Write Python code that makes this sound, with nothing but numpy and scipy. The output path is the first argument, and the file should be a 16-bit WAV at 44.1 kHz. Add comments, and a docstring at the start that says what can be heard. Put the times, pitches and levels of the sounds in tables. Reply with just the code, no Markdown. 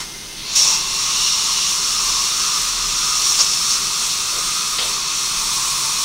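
"""A dental handpiece turns a polishing disc between two front teeth, in a small treatment room.
A brief air hiss dies away; the air valve opens with a wet spurt and the stream fizzes and spits.
The disc scrapes and rings over a hollow whirr that sags under load. A suction tube hisses throughout.
Hard surfaces close by colour these sounds; ventilation rumbles and machines hum behind."""
import sys
import numpy as np
from scipy import signal
from scipy.fft import rfft, irfft
from scipy.io import wavfile
from scipy.ndimage import map_coordinates

SR = 44100
rng = np.random.default_rng(int(sys.argv[2]) if len(sys.argv) > 2 else 0)


def file_out(sig):
    """Save sig as 16-bit WAV at sys.argv[1]."""
    # one column per channel
    cols = np.atleast_2d(sig).T
    # limit, then scale
    lim = np.clip(cols, -1, 1)
    pcm = np.round(lim * 32767).astype(np.int16)
    wavfile.write(sys.argv[1], SR, pcm)


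N = 266364
TIME_S = np.arange(N) / SR
BINS_HZ = np.fft.rfftfreq(N, 1 / SR)

# Spectra: f/Hz, relative density/dB
SUCTION_SPECTRUM = [(720, -23), (980, -8), (1500, -6.5), (2300, -6.5), (3400, -1), (4600, -2), (5150, -0.5),
                    (5700, 0), (6200, 2.5), (6900, -8.5), (7900, -9.5), (9400, -5), (12400, -17),
                    (15700, -16)]
RUMBLE_SPECTRUM = [(12, -31), (20, 4.5), (43, -4.5), (70, -8.5), (156, -4.5), (293, -9.5), (322, -7.5),
                   (353, -10.5), (399, -8.5), (445, -12.5), (511, -11.5), (597, -14.5), (800, -13),
                   (1040, -13), (1760, -120)]
JET_SPECTRUM = [(3500, -18), (4900, -8), (5150, -7.5), (5450, -6), (5850, -1), (6150, -2.5), (6600, -5.5),
                (7150, -5.5), (7480, -10.5), (7830, -19), (7970, -70), (10000, -32)]
RUSH_SPECTRUM = [(300, -29.5), (700, -19.5), (1500, -16.5), (1850, -16.5), (2450, -7.5), (3100, -8),
                 (3500, -1.5), (4000, -2.5), (4350, 2), (4750, -7.5), (5300, -15), (7500, -48)]
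MIST_SPECTRUM = [(5000, -35), (7000, -11.5), (7850, 5.5), (7970, -3), (8170, -6), (8300, 1), (8650, 3),
                 (9200, 0), (9900, -3.5), (10330, -4), (10470, -16), (11600, -11), (12600, -14),
                 (14500, -11), (15800, -13.5)]
# Ventilation resonances: f/Hz, width/Hz, level/dB
VENT_MODES = [(37.5, 3, -47.5), (135, 11, -55.5), (170, 24, -55), (402, 45, -52.5)]
# Machine hum: f/Hz, level/dB
HUM_TONES = [(200, -62), (215.5, -58), (322, -59)]
# Short bursts, an air hiss dying away at the start, then water spits:
# t/s, level/dB, length/s, decay/s, f/Hz, width/Hz, splutter/dB, puff/dB
SHORT_BURSTS = [(0, -26, 0.0064, 0.037, 4800, 8400, -69, -45),
                (0.564, -32, 0.14, .03, 6860, 4250, -45.5, -51),
                (3.389, -12, 0.026, 0.018, 5520, 4000, -45.5, -28.5),
                (3.7, -16, .005, 0.058, 5700, 3400, -59, -40),
                (4.323, -49, 0.055, 0.044, 4000, 3500, -42.5, -55),
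                (4.783, -18, 0.0051, 0.043, 3740, 2800, -39, -37),
                (4.813, -27, 0.022, 0.041, 3600, 2200, -35, -45)]
# Air path resonances: f/Hz, width/Hz, gain/dB
AIR_PATH_MODES = [(3432, 40, -5.5), (3685, 26, -1.5), (4430, 28, -8.5), (4170, 37, -4.5), (4480, 18, 7.5),
                  (4500, 25, -8), (5220, 29, 8.5), (5170, 25, 0), (5450, 53, 6), (5570, 160, 7),
                  (5520, 36, -8), (5630, 40, 2), (6500, 25, 3), (6470, 31, 3.5), (6562, 30, -5),
                  (6681, 15, 4.5), (5680, 36, -9), (6431, 23, -3.5), (3880, 23, -18)]
# Flow as the nozzle moves about the teeth: t/s, relative level/dB
NOZZLE_FLOW = [(.55, -0.5), (.87, -3), (1.25, 2), (2.1, 1), (2.6, .5), (2.78, -1.4), (3.3, 3), (3.6, 1),
               (4.25, -1.5), (4.95, -2), (6.04, 0.7)]
# Stream parts: base level/dB, flow slope/(dB/dB), surge/dB, leak swell/(dB/s)
JET_DRIVE = (-22.5, 1.0, 11.5, 134)
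RUSH_DRIVE = (-26.5, 0.5, 6, 46.5)
MIST_DRIVE = (-29, 0.7, 8, 260)
# Mist thinning: t/s, dip/dB, length/s
MIST_LULLS = [(2.7, 1.5, 0.19), (4.9, 4, .13)]
# Disc on the teeth: t/s, relative scrape level/dB, relative ring level/dB
DISC_CONTACT = [(.5, -46, -58), (.6, -33, -15), (.85, -35.5, -29.5), (1.1, -34.5, -30), (1.27, -27, -21),
                (1.45, -34.5, -29), (1.6, -29.5, -23), (1.8, -41, -30), (2.25, -36, -27), (2.8, -42, -36),
                (3.05, -38, -25.5), (3.6, -41, -23.5), (4.2, -40.5, -49), (5.2, -39.5, -35),
                (6.04, -36.5, -34)]
# Scrape resonance, rising as the disc bites: t/s, f/Hz
SCRAPE_PITCH = [(.55, 2639), (1.27, 2863), (6.04, 2486)]
# Whirr under load: t/s, level/dB, f/Hz
WHIRR_TRACK = [(.6, -30, 1066), (.74, -29.5, 1035), (.85, -35, 1055), (1.08, -33.5, 1157), (1.4, -32, 1118),
               (1.75, -34, 1144), (1.91, -32, 1214), (2.04, -30.5, 1114), (2.28, -33, 1115),
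               (2.35, -33, 1225), (2.5, -31, 1198), (2.85, -33.5, 1177), (3.1, -31.5, 1225),
               (3.29, -33.5, 1139), (3.56, -35, 1194), (3.76, -31.5, 1196), (4.2, -35.5, 1175),
               (4.48, -32, 1231), (5.05, -34.5, 1151), (5.62, -31, 1133), (6.04, -32.5, 1113)]
# Whirr spectrum: multiple of pitch, relative density/dB
WHIRR_SPECTRUM = [(.3, -38), (.72, -17), (.8, -6), (.88, -5.5), (1, 1), (1.09, -3.5), (1.2, -8.5),
                  (1.35, -16), (1.8, -22.5), (3, -55)]
# Close reflections: delay/ms, signed relative gain
REFLECTIONS = [(5.714, .13), (7.528, -.12), (8.594, -.15), (8.844, .12), (11.088, .13), (12.381, -.11),
               (14.24, -.12), (15.034, -.17), (15.556, .13), (21.6, -.09)]
# Stereo width: f/Hz, side re mid/dB
SIDE_SPECTRUM = [(20, -19), (90, -21), (140, -41), (350, -25.5), (750, -22), (1000, -54), (1700, -48),
                 (2000, -67), (4000, -74), (4400, -74), (7400, -77), (7750, -4), (8200, -17), (10300, -24),
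                 (10600, -39), (16000, -32)]


def amp(db):
    return 10 ** (np.asarray(db) / 20)


def unit_rms(x):
    return x / np.sqrt(np.mean(x ** 2) + 1e-20)


def follow(rows):
    """Columns of a time table at every sample."""
    times_s, *columns = np.transpose(rows)
    return [np.interp(TIME_S, times_s, column) for column in columns]


def colour(spectrum, hz=BINS_HZ):
    """Gain of a spectrum table; 18 dB/octave roll-off past its ends."""
    f, db = np.transpose(sorted(spectrum))
    hz = hz + 1e-6
    roll_off = np.minimum(1, hz / f[0]) ** 3 * np.minimum(1, f[-1] / hz) ** 3
    return amp(np.interp(np.log(hz), np.log(f), db)) * roll_off


def bell(centre_hz, width_hz):
    """Gain of one resonance."""
    return 1 / np.sqrt(1 + (2 * (BINS_HZ - centre_hz) / width_hz) ** 2)


def shaped(x, gain):
    """Filter to unit RMS."""
    return unit_rms(irfft(rfft(x) * gain, N))


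def noise(gain):
    return shaped(rng.standard_normal(N), gain)


def wander(rate_hz):
    """Random drift, unit RMS."""
    return noise(1 / (1 + (BINS_HZ / rate_hz) ** 4))


def glide(x, ratio):
    """Resample noise so its resonance follows the ratio."""
    return map_coordinates(x, [np.cumsum(ratio) % (N - 1)], order=3, mode="wrap")


def pulse(start_s, attack_s, length_s, decay_s):
    """Linear rise, hold, exponential fall."""
    age_s = TIME_S - start_s
    return np.clip(age_s / attack_s, 0, 1) * np.exp(-np.maximum(age_s - length_s, 0) / decay_s)


def seconds_until(t_s):
    return np.maximum(t_s - TIME_S, 0)


def suction(hiss_db=-33, whistle_db=-47, whistle_hz=2100):
    """Suction tube: steady thin hiss, faint whistle at the tip."""
    hiss = amp(hiss_db) * noise(colour(SUCTION_SPECTRUM))
    return hiss + amp(whistle_db) * noise(bell(whistle_hz, width_hz=70) ** 2)


def machines(rumble_db=-42.5, drift_rad=0.38):
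    """Ventilation rumble with low resonances, plus faint machine hum."""
    rumble = amp(rumble_db) * noise(colour(RUMBLE_SPECTRUM))
    drone = sum(amp(db) * noise(bell(hz, width_hz) ** 2) for hz, width_hz, db in VENT_MODES)
    hum = np.zeros(N)
    for hz, db in HUM_TONES:
        phase = 2 * np.pi * (hz * TIME_S + rng.random()) + drift_rad * wander(rate_hz=2.7)
        hum += amp(db) * np.sqrt(2) * np.sin(phase)
    return rumble + drone + hum


def spray(drops_per_s, drop_share):
    """Turbulence plus ticks of unevenly sized droplets, mixed by power."""
    sizes = amp(3 * np.minimum(rng.exponential(1, N), 4))
    drops = rng.choice([-1, 1], N) * sizes * (rng.random(N) < drops_per_s / SR)
    return np.sqrt(1 - drop_share) * rng.standard_normal(N) + np.sqrt(drop_share) * unit_rms(drops)


def air_path():
    """Gain of the narrow resonances around the mouth."""
    return 1 + sum((amp(db) - 1) * bell(hz, width_hz) ** 2 for hz, width_hz, db in AIR_PATH_MODES)


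def short_bursts(attack_s=0.0025, splutter_hz=545, puff_hz=1140):
    """An air hiss dies away at the start, then water spits: each a hiss over a splutter and a puff."""
    out, path = np.zeros(N), air_path()
    for start_s, db, length_s, decay_s, hz, width_hz, splutter_db, puff_db in SHORT_BURSTS:
        fizz = spray(drops_per_s=2500, drop_share=0.3)
        hiss = amp(db) * shaped(fizz, bell(hz, width_hz) ** 3 * path)
        splutter = amp(splutter_db) * shaped(fizz, bell(splutter_hz, width_hz=400) ** 3)
        puff = amp(puff_db) * shaped(fizz, bell(puff_hz, width_hz=450) ** 3)
        out += pulse(start_s, attack_s, length_s, decay_s) * (hiss + splutter + puff)
    return out


def valve_db(drive, open_s=0.552, sag_per_s=3.6):
    """The valve leaks, then snaps open; stored pressure surges, sags and gives way to the flow."""
    base_db, flow_slope, surge_db, swell_db_per_s = drive
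    flow_db, = follow(NOZZLE_FLOW)
    sag = np.exp(-sag_per_s * np.maximum(TIME_S - open_s, 0))
    surge = sag * pulse(open_s, attack_s=0.0092, length_s=0.2, decay_s=0.025)
    return base_db + flow_slope * flow_db + surge_db * surge - swell_db_per_s * seconds_until(open_s)


def mist(growth_db_per_s=0.9, pivot_s=3.4):
    """High fizz of mist: thickens steadily, comes unevenly, thins in brief lulls."""
    lull_db = sum(dip_db * pulse(start_s, 0.04, length_s, decay_s=0.26)
                  for start_s, dip_db, length_s in MIST_LULLS)
    level_db = valve_db(MIST_DRIVE) + growth_db_per_s * (TIME_S - pivot_s) - lull_db
    level_db += 0.45 * wander(rate_hz=9)
    return amp(level_db) * shaped(spray(drops_per_s=3000, drop_share=0.26), colour(MIST_SPECTRUM))


def air_stream(leak_s=0.35, leak_attack_s=0.036):
    """Jet and rush ring in the air path; they share one flow and flutter with the mist."""
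    jet = shaped(spray(drops_per_s=2700, drop_share=0.16), colour(JET_SPECTRUM) * air_path())
    rush = shaped(spray(drops_per_s=3000, drop_share=0.25), colour(RUSH_SPECTRUM) * air_path())
    stream = amp(valve_db(JET_DRIVE)) * jet + amp(valve_db(RUSH_DRIVE)) * rush + mist()
    onset = np.clip((TIME_S - leak_s) / leak_attack_s, 0, 1)
    flutter_db = 0.04 * wander(rate_hz=200) + 0.51 * wander(rate_hz=7)
    return onset * stream * amp(flutter_db)


def disc(grit_hz=4000, ring_hz=5520, turn_hz=125, wobble_depth=0.09, approach_db_per_s=50):
    """Grit scrapes enamel, harder once per turn; pinched between the teeth, the disc rings."""
    rub_db, pinch_db = follow(DISC_CONTACT)
    scrape_hz, = follow(SCRAPE_PITCH)
    mean_hz = np.mean(scrape_hz)
    scrape = amp(rub_db - 1) * glide(noise(bell(mean_hz, width_hz=280) ** 2), scrape_hz / mean_hz)
    grit = amp(rub_db + 2) * noise(bell(grit_hz, width_hz=1300) ** 3 * air_path())
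    ring = amp(pinch_db - 1) * noise(bell(ring_hz, width_hz=460) ** 2)
    turns = np.cumsum(turn_hz * (1 + 0.043 * wander(rate_hz=3.1))) / SR
    approach = amp(-approach_db_per_s * seconds_until(DISC_CONTACT[0][0]))
    return approach * (scrape + grit + ring) * (1 + wobble_depth * np.cos(2 * np.pi * turns))


def whirr(swell_db_per_s=90, full_s=0.66, hose_spacing_hz=69, ripple_depth=0.14, low_cut_hz=870):
    """Breathy handpiece note: builds, wavers, sags under load across its hose's standing waves."""
    level_db, pitch_hz = follow(WHIRR_TRACK)
    mean_hz = np.mean(pitch_hz)
    breath = noise(colour(WHIRR_SPECTRUM, BINS_HZ / mean_hz))
    note = glide(breath, pitch_hz / mean_hz * (1 + 0.012 * wander(rate_hz=14)))
    hose = 1 + ripple_depth * np.cos(2 * np.pi * BINS_HZ / hose_spacing_hz)
    high_pass = 1 / np.sqrt(1 + (low_cut_hz / (BINS_HZ + 1)) ** 20)
    swell_db = -swell_db_per_s * seconds_until(full_s)
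    flutter_db = 0.5 * wander(rate_hz=45)
    return shaped(note, hose * high_pass) * amp(level_db + swell_db + flutter_db)


def room(x, echo_db=-2, tail_db=-19, t60_s=0.17, predelay_s=0.008):
    """Close reflections comb the sound; a short diffuse tail follows."""
    t = TIME_S[:SR // 3]
    response = rng.standard_normal(len(t)) * amp(-60 * t / t60_s) * (t > predelay_s)
    response *= amp(tail_db) / np.linalg.norm(response)
    response[0] = 1
    for delay_ms, gain in REFLECTIONS:
        response[round(delay_ms * SR / 1000)] += gain * amp(echo_db)
    return signal.fftconvolve(x, response / np.linalg.norm(response))[:N]


def scene():
    """Near-mono mix; a little arrives 25 ms late from the sides."""
    mid = room(suction() + short_bursts() + air_stream() + disc() + whirr()) + machines()
    late = np.roll(mid, SR // 40)
    side = irfft(rfft(late) * colour(SIDE_SPECTRUM), N)
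    return np.array([mid + side, mid - side])


def record(dry, ceiling=0.85, cutoff_hz=15780):
    """Soft peak limit, then low-pass."""
    limited = dry / (1 + (dry / ceiling) ** 8) ** (1 / 8)
    low_pass = signal.firwin(1201, cutoff_hz, window=("kaiser", 11), fs=SR)
    return signal.oaconvolve(limited, low_pass[None], "same")


dry = scene()
out = record(dry)
file_out(out)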